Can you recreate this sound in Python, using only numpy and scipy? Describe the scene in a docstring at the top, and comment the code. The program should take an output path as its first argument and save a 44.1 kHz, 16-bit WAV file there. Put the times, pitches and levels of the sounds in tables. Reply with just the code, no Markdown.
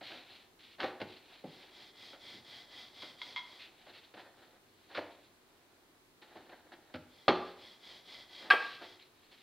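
"""In a small tiled kitchen, flatbread is rolled out on a round board on a stone counter, close to a phone.
Friction is noise made of clustered micro-slips: a hand sweeps dough through flour, a wooden pin swishes to and fro.
Impacts are decaying noise bursts: dough is slapped and dropped, the pin clicks on the rim.
Once the board rocks and knocks on the counter, once a dish is bumped; both ring on as sums of decaying modes.
Diffuse echoes of the room follow the sounds, over a quiet background and a steady hiss."""
import sys
import numpy as np
from scipy import signal
from scipy.fft import rfft, irfft
from scipy.io import wavfile
from scipy.ndimage import map_coordinates

SR = 44100
rng = np.random.default_rng(int(sys.argv[2]) if len(sys.argv) > 2 else 0)


def transcribe(u):
    """Save the signal u as a 16-bit wav file named by the first command-line argument.

    u: samples, shape (n,) or (channels, n), limited to [-1, 1]; the rate is SR.
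    q: integer samples, one column per channel.
    """
    v = np.clip(np.atleast_2d(u).T, -1, 1)
    q = np.round(v * 32767).astype(np.int16)
    wavfile.write(sys.argv[1], SR, q)


N = 415422

# All levels are relative: each sound's own gains come on top.
# palm or pin comes down on the dough in two contacts:
# (t/s, thud level/dB, smack level/dB, second contact against the first level/dB)
PATS = [(0.999, -36.5, -41, 3.5), (1.438, -37.5, -62, -3.5), (6.939, -37, -40.5, -2)]
PAT_GAP_S = 0.013
# light touches on the board: (t/s, thud level/dB, smack level/dB)
TOUCHES = [(0.008, -46, -49.5), (2.129, -49, -53), (3.022, -49.5, -49), (3.603, -68, -58),
           (3.863, -51.5, -54), (4.137, -48, -51.5), (6.352, -44.5, -54), (6.49, -51, -59)]
SHUDDER_AT_S = 2.34
# spectra of the board's thud, the counter's thump and the smack of squeezed air: (f/Hz, level per Hz/dB)
THUD_SPECTRUM = [(150, -18.5), (280, 4.5), (400, -3), (540, 2.5), (800, -1.5), (1200, -19), (2500, -27.5),
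                 (6000, -54)]
THUMP_SPECTRUM = [(40, -29), (80, -5), (130, -9), (280, 1.5), (450, -12), (1200, -54), (5000, -53)]
SMACK_SPECTRUM = [(200, -36), (700, -0.5), (1400, 10), (2300, 5), (3300, 3.5), (4300, 3), (5200, -10.5),
                  (6500, -24.5), (9000, -37), (15000, -46)]

# brisk wipes of hand and dough over the flour: (start t/s, length t/s, hiss level/dB, board rumble level/dB)
SCUFFS = [(0.024, 0.12, -48, -61), (0.097, 0.16, -54.5, -53), (0.781, 0.15, -50.5, -43),
          (1.06, 0.16, -57, -79), (3.584, 0.11, -52, -87), (3.882, 0.043, -56.5, -59),
          (3.933, 0.075, -56, -67), (4.035, 0.028, -60, -78), (4.167, 0.065, -56, -56),
          (4.373, 0.18, -72, -67), (4.889, 0.12, -62, -50), (6.214, 0.042, -58.5, -58),
          (6.507, 0.061, -71, -57), (6.717, 0.048, -59.5, -51), (8.393, 0.19, -59, -51),
          (8.806, 0.072, -52.5, -50), (8.988, 0.096, -60.5, -86), (9.313, 0.05, -62.5, -68.5)]
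# the dough is dragged and turned gently: (start t/s, length t/s, hiss level/dB, board rumble level/dB)
DRAGS = [(0.14, 0.33, -65.5, -72), (0.59, 0.17, -64, -87), (1.17, 0.74, -63.5, -69),
         (3.625, 0.48, -66.5, -69), (4.15, 0.44, -75.5, -69), (4.607, 0.68, -70, -93),
         (5.275, 0.71, -79, -77), (6.238, 0.7, -72.5, -66.5), (7.438, 0.23, -59, -66),
         (8.602, 0.18, -49, -65), (9.142, 0.34, -66.5, -81.5)]
# spectra of friction on flour and of the rumbling board: (f/Hz, level per Hz/dB)
FLOUR_SPECTRUM = [(500, -14), (1200, -10), (2200, 0.5), (3200, 2), (4200, 3), (5000, -10), (6200, -22.5),
                  (8000, -31.5), (15000, -35)]
RUMBLE_SPECTRUM = [(60, -47.5), (150, -13.5), (250, 2.5), (350, 5), (500, 7), (780, 7.5), (1100, -2),
                   (1800, 3), (4000, -40.5)]

# the sheet of dough is dropped: (t/s, time it takes to lie down t/s, level/dB)
FLOPS = [(0.798, 0.033, -29), (4.946, 0.028, -29.5)]
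# spectrum of folding dough: (f/Hz, level per Hz/dB)
FLUTTER_SPECTRUM = [(400, -7), (900, -12), (1500, 3), (2300, 0), (3200, -13), (6000, -58)]

# the pin clicks on the board's rim: (t/s, ring level/dB, tick level/dB, time it keeps bouncing t/s)
CLICKS = [(1.313, -63.5, -76, 0), (3.021, -51, -43.5, 0), (3.216, -40, -43, 0), (3.361, -38.5, -46, 0.036)]
# bending modes of the pin: (f/Hz, level/dB)
PIN_MODES = [(996, 2), (2115, 6.5), (3310, 6), (4050, -21)]
# spectrum of the tick: (f/Hz, level per Hz/dB)
TICK_SPECTRUM = [(800, -8), (1400, -0.5), (2600, -20), (3300, 7), (4300, 2), (5200, -9), (8000, -37)]
BOUNCE_S, BOUNCE_LOSS_DB, PIN_T60_S = 0.0065, 1.5, 0.033

# bouts of rolling, forth and back at an even pace: (start t/s, end t/s, first stroke's swish level/dB)
BOUTS = [(1.445, 3.646, -56), (7.072, 8.99, -60)]
STROKE_S = 0.246  # nominal: a bout is divided into the nearest whole number of equal strokes
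# each stroke is firmer than the last, up to full effort; the last one eases off
FIRMER_DB, FULL_EFFORT_DB, EASE_OFF_DB = 3.5, -48, -5
# resonances of the rolling pin: (f/Hz, width f/Hz, level/dB)
PIN_RESONANCES = [(2050, 60, -7.5), (3290, 118, 0)]
# spectrum of crushed flour under the pin: (f/Hz, level per Hz/dB)
SWISH_SPECTRUM = [(600, -9), (1200, -9.5), (1700, -30), (2300, -1.5), (2750, -9.5), (3500, 2), (4300, -0.5),
                  (5000, -4), (6000, -16.5), (7500, -25.5), (15000, -34.5)]

# the board rocks on the counter: (t/s, level/dB, contact brightness f/Hz)
KNOCKS = [(7.2809, -15.5, 4850), (7.2858, -21, 3460), (7.2907, -26.5, 5000), (7.3059, -12.5, 610)]
# spectrum of the feet's hard contact: (f/Hz, level per Hz/dB)
CRACK_SPECTRUM = [(40, -30), (90, -19), (300, 5), (800, 6), (1300, 5.5), (1800, -0.5), (3000, -2),
                  (4400, -1.5), (5200, -15), (6500, -25.5), (9000, -38), (15000, -45)]
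# modes of board and dish: (f/Hz, level/dB, t60/s)
BOARD_MODES = [(83.5, -29.5, 0.73), (180, -17.5, 0.67), (238, -18, 0.23), (323, -2, 0.18), (368, -2, 0.47),
               (414, -8.5, 0.54), (465, -19, 0.69), (575, -11, 0.3), (700, -14.5, 0.283), (808, 0, 0.15),
               (821, -15, 0.58), (1010, -21, 0.24), (1190, -20, 0.086), (1204, -6, 0.094),
               (1333, -5.5, 0.16), (2210, -11, 0.13), (3100, -21, 0.15), (3260, -7, 0.12)]
DISH_MODES = [(730, -15.5, 0.096), (1115, -16.5, 0.41), (1150, -5, 0.16), (1350, -15, 0.23),
              (1600.5, -3, 0.2), (1616, -13.5, 0.48), (1664, -17.5, 0.39), (1625, 7, 0.063),
              (2300, -19, 0.34), (2490, -24, 0.35), (2930, -28, .25), (3240, -13.5, 0.17)]
# the dish is bumped and chatters: (t/s, level/dB)
BUMPS = [(8.502, -16), (8.5073, -16), (8.518, -19)]
# spectrum of the dish's contact: (f/Hz, level per Hz/dB)
CLINK_SPECTRUM = [(100, -35), (350, -5), (700, 3), (1500, 8.5), (2600, 5.5), (4300, -2), (5200, -13.5),
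                  (6500, -33.5), (9000, -28.5), (15000, -41.5)]

# low resonances of counter and room: (f/Hz, level/dB, t60/s)
NOOK_MODES = [(177, -33.5, 0.65), (307, -3, 0.61), (367.5, 3.5, 0.69), (440, -7, 0.44), (546, -40, 0.23)]
# kitchen reverberation: (f/Hz, t60/s, level/dB)
ROOM = [(100, 0.36, 1), (400, 0.6, -7), (1190, 0.53, -3.5), (3780, 0.54, -8), (10000, 0.28, 0.5)]
# spectra of the quiet background and of the steady hiss: (f/Hz, level per Hz/dB)
QUIET_SPECTRUM = [(15, -46), (25, -6), (48, -19.5), (86, -12), (188, -14), (227, -10.5), (368, -6.5),
                  (433, -11.5), (509, -15), (804, -14.5), (1750, -20), (2850, -25), (4150, -23.5),
                  (5880, -29.5), (15500, -32.5)]
HISS_SPECTRUM = [(15, -38.5), (25, -17), (152, -5), (209, -5), (433, -5.5), (567, -5.5), (1570, -7),
                 (4040, -10.5), (5010, -14), (15500, -20)]
QUIET_DB, HISS_DB = -67.5, -70.5
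TOP_HZ = 15750


def undb(db):
    """Amplitude gain is an exponential function of level in decibels."""
    return 10 ** (np.asarray(db) / 20)


def unit(x):
    """Normalization: division by the root mean square makes the rms one."""
    return x / np.sqrt(np.mean(x ** 2))


def seconds(count):
    """Sampling: the time axis of count samples, in seconds."""
    return np.arange(count) / SR


def add(track, s, sound):
    """Superposition: a sound is added to the track at time s."""
    start = max(int(s * SR), 0)
    track[start:start + len(sound)] += sound[:N - start]


def through(x, response):
    """Convolution: a linear system is applied by its impulse response."""
    return signal.oaconvolve(x, response)[:len(x)]


def low_cut(x, hz, order=4):
    """Inefficient radiation: small things radiate no deep bass, here a steep high-pass."""
    return signal.sosfilt(signal.butter(order, hz, "high", fs=SR, output="sos"), x)


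def colour(x, points, size=4096):
    """Minimum-phase filtering: a causal filter takes the given spectrum; white noise keeps its power."""
    hz, db = np.transpose(points)
    bins_hz = np.maximum(np.arange(size // 2 + 1) * SR / size, 1)
    level_db = np.interp(np.log(bins_hz), np.log(hz), db)
    # folding the cepstrum onto positive times makes the response causal
    cepstrum = irfft(np.log(undb(level_db)))
    cepstrum[1:size // 2] *= 2
    cepstrum[size // 2 + 1:] = 0
    response = irfft(np.exp(rfft(cepstrum)))
    return through(x, response / np.linalg.norm(response))


def ring(modes):
    """Modal superposition: one second of exponentially decaying sines after a unit blow."""
    t = seconds(SR)
    return sum(undb(db) * np.sin(2 * np.pi * hz * t) * np.exp(-np.log(1000) * t / t60)
               for hz, db, t60 in modes)


def burst(length, count=SR // 4):
    """Impact: a contact is a crowd of dense micro-impacts that dies away exponentially."""
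    return rng.standard_normal(count) * np.exp(-seconds(count) / max(length, 1 / SR))


def grains(scatter_db, catch_db=0.5):
    """Friction: micro-slips change every millisecond, in clusters as the surfaces catch and let go."""
    slips = np.repeat(rng.standard_normal(N // 48 + 1), 48)[:N]
    catch_knots = rng.standard_normal(N // 400 + 1)  # about 9 ms apart
    catches = np.interp(np.arange(N) / 400, np.arange(len(catch_knots)), catch_knots)
    return unit(rng.standard_normal(N) * undb(scatter_db * slips + catch_db * catches))


def wander(rate):
    """Slow random process: linear glides between random values, rate of them a second."""
    knots = rng.standard_normal(1000)
    return np.interp(seconds(N) * rate, np.arange(len(knots)), knots)


def gestures(rows, shape, lean):
    """Speed envelope: each (start, length, dB) move rises and falls, peaking earlier when lean is under one."""
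    gain = np.zeros(N)
    for s, length, db in rows:
        phase = np.linspace(0, 1, int(length * SR)) ** lean
        add(gain, s, undb(db) * np.abs(np.sin(np.pi * phase)) ** shape)
    return gain


def landing(thud_db, smack_db, weight_db, length, lowest_hz=290, cushion_s=0.0057, crackle_db=3):
    """Cushioned impact: pockets of squeezed air smack, the board thuds, weight thumps the counter."""
    cushion = np.minimum(seconds(SR // 4) / cushion_s, 1)  # dough takes a moment to press flat
    pocket_levels = np.repeat(rng.standard_normal(SR // 4), 64)[:SR // 4]
    pockets = unit(undb(crackle_db * pocket_levels))
    thud = low_cut(colour(cushion * burst(length), THUD_SPECTRUM), lowest_hz)
    thump = undb(weight_db) * colour(cushion * burst(length), THUMP_SPECTRUM)
    smack = colour(cushion * pockets * burst(length), SMACK_SPECTRUM)
    return undb(thud_db) * (thud + thump) + undb(smack_db) * smack


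def slapping(pat_weight_db=-2, pat_s=0.0098, touch_weight_db=-14, touch_s=0.019,
             shudder_db=-55, shudder_s=0.038):
    """Repeated impact: heavy pats land twice, light touches once; a hard push shakes the board."""
    out = np.zeros(N)
    for s, thud_db, smack_db, second_db in PATS:
        add(out, s, landing(thud_db, smack_db, pat_weight_db, pat_s))
        # a harder contact is brighter, so the smack changes twice as much
        second = landing(thud_db + second_db, smack_db + 2 * second_db, pat_weight_db, pat_s)
        add(out, s + PAT_GAP_S, second)
    for s, thud_db, smack_db in TOUCHES:
        add(out, s, landing(thud_db, smack_db, touch_weight_db, touch_s))
    shudder = colour(burst(shudder_s, count=SR // 2), THUMP_SPECTRUM)
    add(out, SHUDDER_AT_S, undb(shudder_db) * shudder)
    return out


def sweeping(hiss_db=-0.5, rumble_db=-1, shape=1.24, lean=0.63, drag_shape=0.17,
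             uneven_db=4.0, uneven_rate=16):
    """Sliding friction: dough and hand cross the floured board in brisk scuffs over a gentle, uneven drag."""
    scuffs, drags = np.array(SCUFFS), np.array(DRAGS)
    pressure = undb(uneven_db * wander(uneven_rate))

    def motion(level_column):
        """Superposed speed envelopes: scuffs and drags at the levels in one column."""
        columns = [0, 1, level_column]
        return gestures(scuffs[:, columns], shape, lean) + pressure * gestures(drags[:, columns], drag_shape, 1)

    hiss = motion(2) * colour(grains(scatter_db=1.5, catch_db=2.0), FLOUR_SPECTRUM)
    rumble = motion(3) * colour(grains(scatter_db=2.5, catch_db=3.5), RUMBLE_SPECTRUM)
    return undb(hiss_db) * hiss + undb(rumble_db) * rumble


def flopping(edge_db=-16, edge_smack_db=-9.5, belly_smack_db=-7, hem_db=-2, hem_smack_db=-15, weight_db=-22,
             edge_share=1.2, belly_share=0.43, hem_share=0.42, hem_s=0.011,
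             flap_db=-2, flap_s=0.0015, lowest_hz=390):
    """Progressive contact: edge smacks, belly thuds and flaps, hem follows; a slower fall spreads them out."""
    out = np.zeros(N)
    for s, fall_s, db in FLOPS:
        flat_s = fall_s * (1 + hem_share)
        still_falling = np.clip((flat_s - seconds(SR // 4)) / hem_s, 0, 1)
        edge = landing(edge_db, edge_smack_db, weight_db, edge_share * fall_s, lowest_hz)
        belly = landing(0, belly_smack_db, weight_db, belly_share * fall_s, lowest_hz)
        flap = undb(flap_db) * colour(burst(flap_s), FLUTTER_SPECTRUM)
        hem = landing(hem_db, hem_smack_db, weight_db, hem_s, lowest_hz)
        add(out, s, undb(db) * still_falling * edge)
        add(out, s + fall_s, undb(db) * (belly + flap))
        add(out, s + flat_s, undb(db) * hem)
    return out


def clicking(contact_s=0.0009, tick_s=0.015, uneven=0.25):
    """Damped flexural modes: the pin's bare end ticks on the rim, may bounce, and rings until palms damp it."""
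    out = np.zeros(N)
    contact = np.minimum(seconds(SR) / contact_s, 1)  # wood gives a little as it strikes
    tone = low_cut(contact * ring([(hz, db, PIN_T60_S) for hz, db in PIN_MODES]), 870)
    for s, ring_db, tick_db, bouncing_s in CLICKS:
        for k in range(1 + int(bouncing_s / BOUNCE_S)):
            tick = low_cut(colour(burst(tick_s, count=SR), TICK_SPECTRUM), 580)
            click = undb(ring_db) * tone + undb(tick_db) * tick
            # the first contact is on time, the bounces are uneven
            late_s = BOUNCE_S * (k + uneven * rng.uniform(-0.974, 1) * (k > 0))
            add(out, s + late_s, undb(-BOUNCE_LOSS_DB * k) * click)
    return out


def strokes():
    """Periodic motion: evenly paced (start, length, dB) strokes, firmer up to full effort, the last eased off."""
    rows = []
    for start, end, first_db in BOUTS:
        count = int(round((end - start) / STROKE_S))
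        db = np.minimum(first_db + FIRMER_DB * np.arange(count), FULL_EFFORT_DB)
        db[-1] += EASE_OFF_DB
        length = (end - start) / count
        rows += [(start + k * length, length, db[k]) for k in range(count)]
    return rows


def rolling(swish_db=-6.5, body_db=-8.5, rumble_db=-64, rumble_share=0.71, overlap_s=0.0094,
            shape=1.07, lean=0.95, waver=0.009, waver_rate=14):
    """Friction-driven resonance: the pin rubs the palms and crushes flour; its modes sing, the board rumbles."""
    # a resonance's decay time is inverse to its width
    modes = [(hz, db, np.log(1000) / np.pi / width) for hz, width, db in PIN_RESONANCES]
    body = unit(through(grains(scatter_db=-1.0), ring(modes)))
    # the modes waver as the grip shifts
    body = map_coordinates(body, [np.cumsum(1 + waver * wander(waver_rate))], mode="mirror")
    flour = colour(grains(scatter_db=1.5), SWISH_SPECTRUM)
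    swish = undb(swish_db) * flour + undb(body_db) * low_cut(body, 900)
    # the two hands turn a moment apart, so strokes overlap
    moves = [(s - overlap_s / 2, length + 2 * overlap_s, db) for s, length, db in strokes()]
    # the rumble follows the speed, and the effort only in part
    rumble_moves = [(s, length, rumble_db + rumble_share * (db - FULL_EFFORT_DB)) for s, length, db in moves]
    rumble = colour(grains(scatter_db=2.5), RUMBLE_SPECTRUM) * gestures(rumble_moves, shape=0.64, lean=lean)
    return swish * gestures(moves, shape, lean) + rumble


def knocking(crack_db=-1, crack_s=0.008):
    """Contact stiffness: the board's feet hit the counter; softer contacts are duller, by a low-pass."""
    out = np.zeros(N)
    for s, db, bright_hz in KNOCKS:
        blow = undb(db + crack_db) * colour(burst(crack_s), CRACK_SPECTRUM)
        add(out, s, signal.sosfilt(signal.butter(2, bright_hz, fs=SR, output="sos"), blow))
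    return out


def ringing(board_db=-25.0, dish_db=-15, swell_s=0.0061):
    """Free vibration: board and dish ring on in their modes after their blows."""
    out = np.zeros(N)
    # the board's modes start out of step, as its feet land one after another
    for mode in BOARD_MODES:
        add(out, KNOCKS[0][0] + rng.uniform(0, .006), undb(board_db) * ring([mode]))
    # the dish's ring builds up while it chatters
    swell = np.minimum(seconds(SR) / swell_s, 1)
    add(out, 8.5055, undb(dish_db) * low_cut(ring(DISH_MODES) * swell, 399))
    return out


def clinking(crack_db=-5, crack_s=0.0099, settle_db=-25):
    """Chattering contact: quick hard impacts on the dish, which then settles on the counter."""
    out = np.zeros(N)
    for s, db in BUMPS:
        add(out, s, undb(db + crack_db) * colour(burst(crack_s), CLINK_SPECTRUM))
    add(out, 8.532, undb(settle_db) * colour(burst(0.011), RUMBLE_SPECTRUM))
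    return low_cut(out, 284)


def kitchen(x, gap_s=0.008):
    """Diffuse reverberation: echoes of tiled walls are decaying noise, each octave with its own decay."""
    t, tail = seconds(SR), 0
    hz, t60, db = np.transpose(ROOM)
    edges = np.append(0, SR / 2 ** np.arange(9, 0, -1))  # octave bands
    noise, bins_hz = rfft(rng.standard_normal(SR)), np.arange(SR // 2 + 1)
    for lo, hi in zip(edges, edges[1:]):
        log_middle = np.log((lo + hi) / 2)
        rate = np.log(1000) / np.interp(log_middle, np.log(hz), t60)
        gain = undb(np.interp(log_middle, np.log(hz), db))
        band = irfft(noise * (bins_hz >= lo) * (bins_hz < hi))
        # the square root keeps the energy independent of the decay time
        tail = tail + band * np.exp(-rate * t) * gain * np.sqrt(2 * rate / SR)
    return through(x, tail * np.minimum(t / gap_s, 1))  # the tail builds up over gap_s


def scene(nook_db=-62, pin_room_db=-3, ring_room_db=-6, trailing_db=-27, low_cut_hz=78):
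    """Superposition: sounds reach both channels alike; a faint diffuse noise trailing them, and a hiss, differ."""
    pin, rings = rolling(), ringing()
    handling = slapping() + sweeping() + flopping() + clicking()
    nook = undb(nook_db) * through(pin + handling, ring(NOOK_MODES))
    blows = handling + nook + knocking() + clinking()
    to_walls = blows + undb(pin_room_db) * pin + undb(ring_room_db) * rings
    heard = low_cut(pin + blows + rings + kitchen(to_walls), low_cut_hz, order=6)
    quiet = undb(QUIET_DB) * colour(rng.standard_normal(N), QUIET_SPECTRUM)
    hiss = undb(HISS_DB) * colour(rng.standard_normal(N), HISS_SPECTRUM)
    # a diffuse noise trails the sounds, shaped by the same kind of decaying tail
    trailing_noise = undb(trailing_db) * kitchen(heard)
    unshared = hiss + trailing_noise
    return heard + quiet + unshared * np.array([[1], [-1]])  # opposite sign in the two channels


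def record(dry):
    """Band limitation: the phone cuts the top with a steep elliptic low-pass."""
    return signal.sosfilt(signal.ellip(10, .2, 70, TOP_HZ, fs=SR, output="sos"), dry)


dry = scene()
out = record(dry)
transcribe(out)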